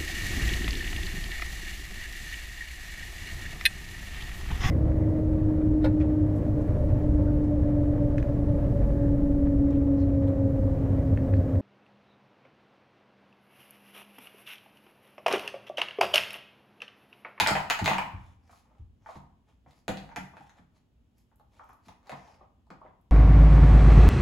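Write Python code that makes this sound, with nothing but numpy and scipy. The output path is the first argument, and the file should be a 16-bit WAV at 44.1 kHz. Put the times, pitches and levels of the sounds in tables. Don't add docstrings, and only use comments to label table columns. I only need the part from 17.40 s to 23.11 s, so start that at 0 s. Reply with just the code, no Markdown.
import sys
import numpy as np
from scipy import signal
from scipy.fft import rfft, irfft, next_fast_len
from scipy.io import wavfile
from scipy.ndimage import uniform_filter1d

SR = 44100
rng = np.random.default_rng(int(sys.argv[2]) if len(sys.argv) > 2 else 0)


def to_wav(s):
    ch = np.atleast_2d(s).T
    pcm = np.round(np.clip(ch, -1, 1) * 32767)
    wavfile.write(sys.argv[1], SR, pcm.astype(np.int16))


N = 251811


def gain_of(db):
    return 10 ** (np.asarray(db) / 20)


def curve_at(points, hz):
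    point_hz, value = np.transpose(points)
    return np.interp(np.log(hz + 1), np.log(point_hz + 1), value)


def equalise(x, gain):
    return irfft(rfft(x) * gain(np.fft.rfftfreq(x.shape[-1], 1 / SR)), x.shape[-1])


def unit_rms(x):
    return x / np.sqrt(np.mean(x ** 2) + 1e-20)


def add(mix, start, sound):
    part = mix[..., max(round(start * SR), 0):][..., :sound.shape[-1]]
    part += sound[..., :part.shape[-1]]


def ring(modes, seconds, spread_db, rise_s):
    hz, db, t60 = np.transpose(modes)[..., None]
    t = np.arange(round(seconds * SR)) / SR
    detune, strength = rng.standard_normal((2,) + hz.shape)
    sign = (-1.) ** np.arange(len(modes))[:, None]
    waves = sign * np.sin(2 * np.pi * hz * (1 + .035 * detune) * t)
    decays = gain_of(db + spread_db * strength - 60 * t / t60)
    blow = (decays * waves).sum(0) * (1 - np.exp(-t / rise_s))
    return blow / np.max(abs(blow))


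def favour(modes, pitch_hz, db_per_octave):
    return [(hz, db - db_per_octave * abs(np.log2(hz / pitch_hz)), t60) for hz, db, t60 in modes]


# frequency in Hz, left-right likeness from 0 to 1.
STEREO_LIKENESS = [(30, .93), (200, .85), (500, 0.48), (1200, .1), (3000, 0.19), (6000, 0.077)]


def diffuse(pair):
    mid = equalise(pair[0], lambda hz: np.sqrt((1 + curve_at(STEREO_LIKENESS, hz)) / 2))
    side = equalise(pair[1], lambda hz: np.sqrt((1 - curve_at(STEREO_LIKENESS, hz)) / 2))
    return np.array([mid + side, mid - side])


# frequency in Hz, relative level in dB.
ROOM_TONE_EQ = [(12, -36), (20, -24), (59, 3), (167, -11), (215, -9.5), (234, -6.5), (336, -17.5),
                (556, -24), (1320, -33.5), (2070, -37), (3140, -34.5), (4280, -42), (15900, -51)]


def room_tone():
    noise = diffuse(rng.standard_normal((2, N)))
    return gain_of(-65.5) * unit_rms(equalise(noise, lambda hz: gain_of(curve_at(ROOM_TONE_EQ, hz))))


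# pitch in Hz, relative level in dB, free ring time (t60) in seconds.
SHELL_MODES = [(400, -9, .016), (480, -10, .016), (560, -8, .016), (640, -4, .02), (745, 0, .022),
               (815, 0, .022), (930, 0, .02), (1055, -3, .018), (1190, -3, .016), (1330, -6, .014)]
LID_MODES = [(1394, 3.5, 0.0065), (2000, -0.5, 0.0096), (2125.5, -6, 0.016), (2426, -4, 0.012),
             (2960, -9, 0.019), (3280, -4.5, 0.01)]
CRACK_MODES = [(3700, 0, .0022), (4600, -2, .0022), (5700, -4, .002), (6900, -5, .0018), (8300, -6, .0016),
               (9900, -7, .0014), (11700, -8, .0012), (13600, -9, .0012), (15500, -10, .0012)]
# start in seconds, shell, lid and crack levels in dB,
# favoured pitch of the shell in Hz.
KNOCKS = [(0.0, -19, -10.5, -11.5, 840), (0.008, -24.5, -18.5, -18, 1040), (0.063, -24.5, -13, -29, 850),
          (0.073, -22.5, -31, -12, 660), (0.085, -15.5, -40, -24, 1050), (0.106, -21, -27, -24, 726),
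          (0.153, -23.5, -17.5, -32, 740), (0.166, -21, -24, -35, 790), (0.204, -40, -39, -38.5, 820),
          (0.3, -32, -14, -16.5, 850), (0.307, -23, -16.5, -20.5, 977), (0.391, -28, -24, -28, 741),
          (0.444, -33.5, -34, -25.5, 1030), (0.453, -56, -60, -29, 797), (0.459, -25.5, -18.5, -17, 1007),
          (0.478, -14.5, -14, -20, 950), (0.496, -30, -30, -24.5, 1192), (0.513, -19.5, -48, -31, 947),
          (0.534, -34, -23, -32.5, 935), (0.583, -21.5, -18.5, -28.5, 980),
          (0.604, -28.5, -51, -57.5, 1070), (1.095, -53.5, -53, -71, 1210), (1.129, -53, -52.5, -64.5, 970),
          (1.31, -60, -70.5, -81, 902), (1.661, -42, -39.5, -60, 836), (1.689, -36, -45.5, -74.5, 782),
          (1.756, -41, -47.5, -55.5, 840), (2.262, -49.5, -56, -79.5, 735),
          (2.309, -66.5, -70.5, -53.5, 744), (2.481, -24.5, -26, -24.5, 487), (2.49, -33, -47, -42, 440),
          (2.572, -40.5, -39.5, -35, 856), (2.691, -47, -49, -55, 870), (2.716, -45.5, -42.5, -58, 953),
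          (2.761, -35, -29, -32, 600), (2.766, -34, -29, -35, 680), (2.773, -37, -51, -60, 795),
          (2.936, -47.5, -53, -81, 960), (2.969, -44, -40.5, -53, 785), (3.009, -48, -70, -77, 910),
          (3.095, -64, -50.5, -50.5, 1184), (3.185, -59.5, -53, -70.5, 940),
          (3.915, -63, -65.5, -82.5, 900), (3.998, -54, -63.5, -68, 740), (4.195, -43, -47.5, -71, 1120),
          (4.209, -45, -82, -80, 1220), (4.293, -50, -47.5, -78, 960), (4.329, -53.5, -82, -68, 1180),
          (4.484, -44.5, -46, -45, 900), (4.671, -51, -52, -50, 920), (4.63, -66, -65, -68, 894),
          (4.695, -35, -33.5, -40.5, 644), (4.718, -44, -38, -43, 900), (4.722, -35.5, -41, -63, 640),
          (4.876, -50.5, -66, -57, 618), (5.009, -50.5, -73, -84.5, 1080), (5.268, -64, -73.5, -70.5, 740),
          (5.304, -44.5, -40.5, -48.5, 684), (5.313, -53, -64, -75, 628), (5.415, -43, -57.5, -78, 723),
          (5.463, -50.5, -50.5, -78.5, 790)]
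SOFT_TO_HARD_DB = [-59, -23.5]
SHELL_DAMPING = 1.096


def toy_clacks():
    out = np.zeros(N)
    damped_shell = [(hz, db, t60 / SHELL_DAMPING) for hz, db, t60 in SHELL_MODES]
    for start, shell_db, lids_db, crack_db, shell_hz in KNOCKS:
        lids_hz = np.interp(crack_db, SOFT_TO_HARD_DB, [1420, 2070])
        slope = np.interp(crack_db, SOFT_TO_HARD_DB, [17, 6])
        shell = favour(damped_shell, shell_hz, db_per_octave=10.5)
        lids = favour(LID_MODES, lids_hz, db_per_octave=slope)
        crack = favour(CRACK_MODES, pitch_hz=4800, db_per_octave=0.32 * slope)
        add(out, start, gain_of(shell_db) * ring(shell, 0.036, spread_db=3.5, rise_s=0.0003))
        add(out, start, gain_of(lids_db) * ring(lids, .03, spread_db=2.0, rise_s=0.0001))
        add(out, start, gain_of(crack_db) * ring(crack, .01, spread_db=3.0, rise_s=0.000058))
    return out


def lid_rattle(clicks_per_s=250, t60_s=0.18, spread_db=3.5, lid_count=8):
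    out, shake = np.zeros(N), np.zeros(N)
    t = np.arange(SR // 2) / SR
    for start, _, _, crack_db, _ in KNOCKS:
        add(shake, start, gain_of(crack_db - 19.5 - 60 * t / t60_s))
    strength = shake * gain_of(spread_db * rng.standard_normal(N))
    hits = strength * (rng.random(N) < clicks_per_s / SR)
    lid_hit = rng.integers(0, lid_count, N)
    for lid in range(lid_count):
        click = ring(LID_MODES + CRACK_MODES, .015, spread_db=4.0, rise_s=0.000067)
        out += signal.oaconvolve(hits * (lid_hit == lid), click)[:N]
    return out


# pitch in Hz, relative level in dB, ring time (t60) in seconds.
JOIST_MODES = [(45, -9, .1), (60, -4, .1), (85, 0, .12), (110, -3, .07)]
BOARD_MODES = [(143.5, -8, 0.24), (182, -10.5, 0.27), (210, 0.5, 0.074), (264, 3, 0.024), (272, -2, 0.094),
               (318, -6, 0.13), (380, 1, 0.03), (520, -5, 0.024)]
# start in seconds, joist and board drive in dB.
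THUDS = [(0.009, -36.5, -28.5), (0.102, -36, -25), (0.412, -29.5, -22), (0.501, -56, -24.5),
         (0.732, -33.5, -40), (1.393, -38, -50.5), (1.756, -48.5, -39.5), (2.259, -55, -54.5),
         (2.481, -42, -23.5), (2.5, -38.5, -33.5), (2.769, -49.5, -31.5), (2.996, -76, -48.5),
         (3.189, -57, -49.5), (4.466, -59, -46), (4.72, -73, -38), (5.299, -78, -39), (5.456, -64, -59.5)]


def floor_thuds(contact_s=0.0031):
    out = np.zeros(N)
    push = np.hanning(round(contact_s * SR) + 3)
    for start, joists_db, boards_db in THUDS:
        joists = gain_of(joists_db) * ring(JOIST_MODES, .3, spread_db=2.0, rise_s=0.00066)
        boards = gain_of(boards_db) * ring(BOARD_MODES, .3, spread_db=0.4, rise_s=.0025)
        add(out, start, np.convolve(joists + boards, push / push.sum()))
    return out


# frequency in Hz, relative level in dB.
SNUFFLE_EQ = [(250, -9), (800, 9.5), (1500, -2.5), (2400, -1.5), (4000, -12), (5500, -8), (8000, -13.5),
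              (11000, -15), (16000, -30)]
# start of the hold in seconds, hold in seconds, level in dB,
# treble tilt in dB per octave, top pitch of the whistle in Hz.
NOSE_STROKES = [(0.793, .13, -75, -.5, 3620), (1.035, 0.067, -81, -1.2, 5030),
                (1.115, 0.079, -71.5, 3.5, 4120), (1.252, .11, -88.5, -6.5, 1160),
                (1.388, 0.011, -83.5, -2.5, 3400), (1.622, 0.039, -84, -3.5, 6020),
                (1.686, 0.033, -66, -0.5, 3980), (1.754, 0.013, -68.5, 0, 3800),
                (2.091, 0.0095, -77.5, -1.5, 3490), (2.287, 0.024, -73, -1.5, 3664),
                (2.361, 0.027, -76.5, 3, 4700), (2.971, 0.1, -72.5, -0.5, 3470),
                (3.171, .01, -72, -2.8, 3820), (3.359, 0.0076, -76.5, 0.5, 4250),
                (3.787, 0.004, -77.5, 4.5, 5130), (4.135, 0.048, -74.5, 0, 3800),
                (4.227, .11, -79.5, -6, 6020), (4.458, 0.028, -71, 1.5, 4400),
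                (4.496, 0.014, -78, -2.5, 4660), (4.664, 0.036, -73, -3, 3860), (4.735, .02, -71, -6, 3770),
                (4.771, 0.18, -72, -2.5, 5530), (5.012, .02, -85.5, -14, 3930),
                (5.334, 0.0066, -79.5, -9, 3680), (5.449, 0.034, -84.5, -14.5, 3520)]
RISE_DB_PER_S, FALL_DB_PER_S = 539, 327


def nose_snuffle(whistle_db=7.5, whistle_octaves=.22):
    grain = gain_of(2.5 * unit_rms(uniform_filter1d(rng.standard_normal(N), 130)))
    air = rng.standard_normal(N) * grain
    hiss = unit_rms(equalise(air, lambda hz: gain_of(curve_at(SNUFFLE_EQ, hz))))
    hz, t, bands = signal.stft(hiss, SR, nperseg=256, noverlap=192)
    shape = np.zeros(bands.shape)
    tilt_octaves = np.log2((hz[:, None] + 900) / 4900)
    for start, hold, db, tilt, top_hz in NOSE_STROKES:
        fade_in_db = RISE_DB_PER_S * np.maximum(start - t, 0)
        fade_out_db = FALL_DB_PER_S * np.maximum(t - start - hold, 0)
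        sag = 12 * np.minimum((t - start - hold / 2) ** 2, .04)
        octaves_off = np.log2((hz[:, None] + 1) / (top_hz * (1 - sag)))
        resonance_db = whistle_db * np.exp(-(octaves_off / whistle_octaves) ** 2)
        shape += gain_of(db - fade_in_db - fade_out_db + tilt * tilt_octaves + resonance_db)
    return signal.istft(bands * shape, SR, nperseg=256, noverlap=192)[1][:N]


# pitch in Hz, relative level in dB, ring time (t60) in seconds.
TICK_MODES = [(7600, 0, 0.0027), (9600, 2, 0.004), (12300, 8.5, 0.0026), (14600, -8, 0.0027)]
# start in seconds, level in dB.
TICKS = [(3.7828, -57), (3.959, -56.5), (3.9962, -64), (4.2433, -57.5), (4.2916, -54.5), (4.333, -54.5),
         (5.6131, -66)]


def tongue_and_claw_ticks():
    out = np.zeros(N)
    for start, db in TICKS:
        add(out, start, gain_of(db) * ring(TICK_MODES, .01, spread_db=1.5, rise_s=.0001))
    return out


# frequency in Hz, reverb time (t60) in seconds.
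REVERB_TIMES = [(100, 0.9), (400, 0.49), (1100, 0.58), (3000, 0.49), (8000, 0.42), (15000, 0.51)]


def room_reverb(send):
    out, length = np.zeros((2, N)), 40000
    for turn in range(3):
        taps = np.zeros((2, length))
        slots = np.arange(120, length - 20, 20)
        arrivals = slots + rng.integers(0, 20, (2, len(slots)))
        np.put_along_axis(taps, arrivals, rng.choice([-1., 1.], arrivals.shape), 1)
        hz, t, bands = signal.stft(diffuse(taps), SR, nperseg=256)
        early = 1 + 1.3 * np.exp(-t / .025)
        decay = gain_of(-60 * t / curve_at(REVERB_TIMES, hz)[:, None])
        tail = signal.istft(bands * early * decay, SR, nperseg=256)[1]
        tail /= np.linalg.norm(tail[0])
        crossfade = np.sqrt(2 / 3) * np.cos(np.pi * (np.arange(N) / 9000 + turn / 3))
        out += signal.fftconvolve((send * crossfade)[None], tail, axes=1)[:, :N]
    return out


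def scene():
    toy = toy_clacks() + lid_rattle()
    thuds, nose, ticks = floor_thuds(), nose_snuffle(), tongue_and_claw_ticks()
    direct = (toy + ticks + gain_of(4.0) * nose) * gain_of([[.7], [-.7]])
    send = gain_of(4.13) * toy + gain_of(-1.0) * thuds + gain_of(1) * ticks + gain_of(2.0) * nose
    reverb = gain_of([[.3], [-.3]]) * room_reverb(send)
    return direct + thuds + reverb + room_tone()


def record(dry, crossover_hz=6500, in_phase_hz=6950, lead_s=1 / 4200, cutoff_hz=15950):
    size = next_fast_len(N + 4096)
    left, right = rfft(dry, size)
    hz = np.fft.rfftfreq(size, 1 / SR)
    share = .88 / (1 + np.exp((crossover_hz - hz) / 250))
    early_left = left * np.exp(2j * np.pi * (hz - in_phase_hz) * lead_s)
    right = np.sqrt(1 - share) * right + np.sqrt(share) * early_left
    stereo = irfft(np.array([left, right]), size)[:, :N]
    low_pass = signal.firwin(511, cutoff_hz, window=("kaiser", 9), fs=SR)
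    return signal.oaconvolve(stereo, low_pass[None], "same")


dry = scene()
out = record(dry)
to_wav(out)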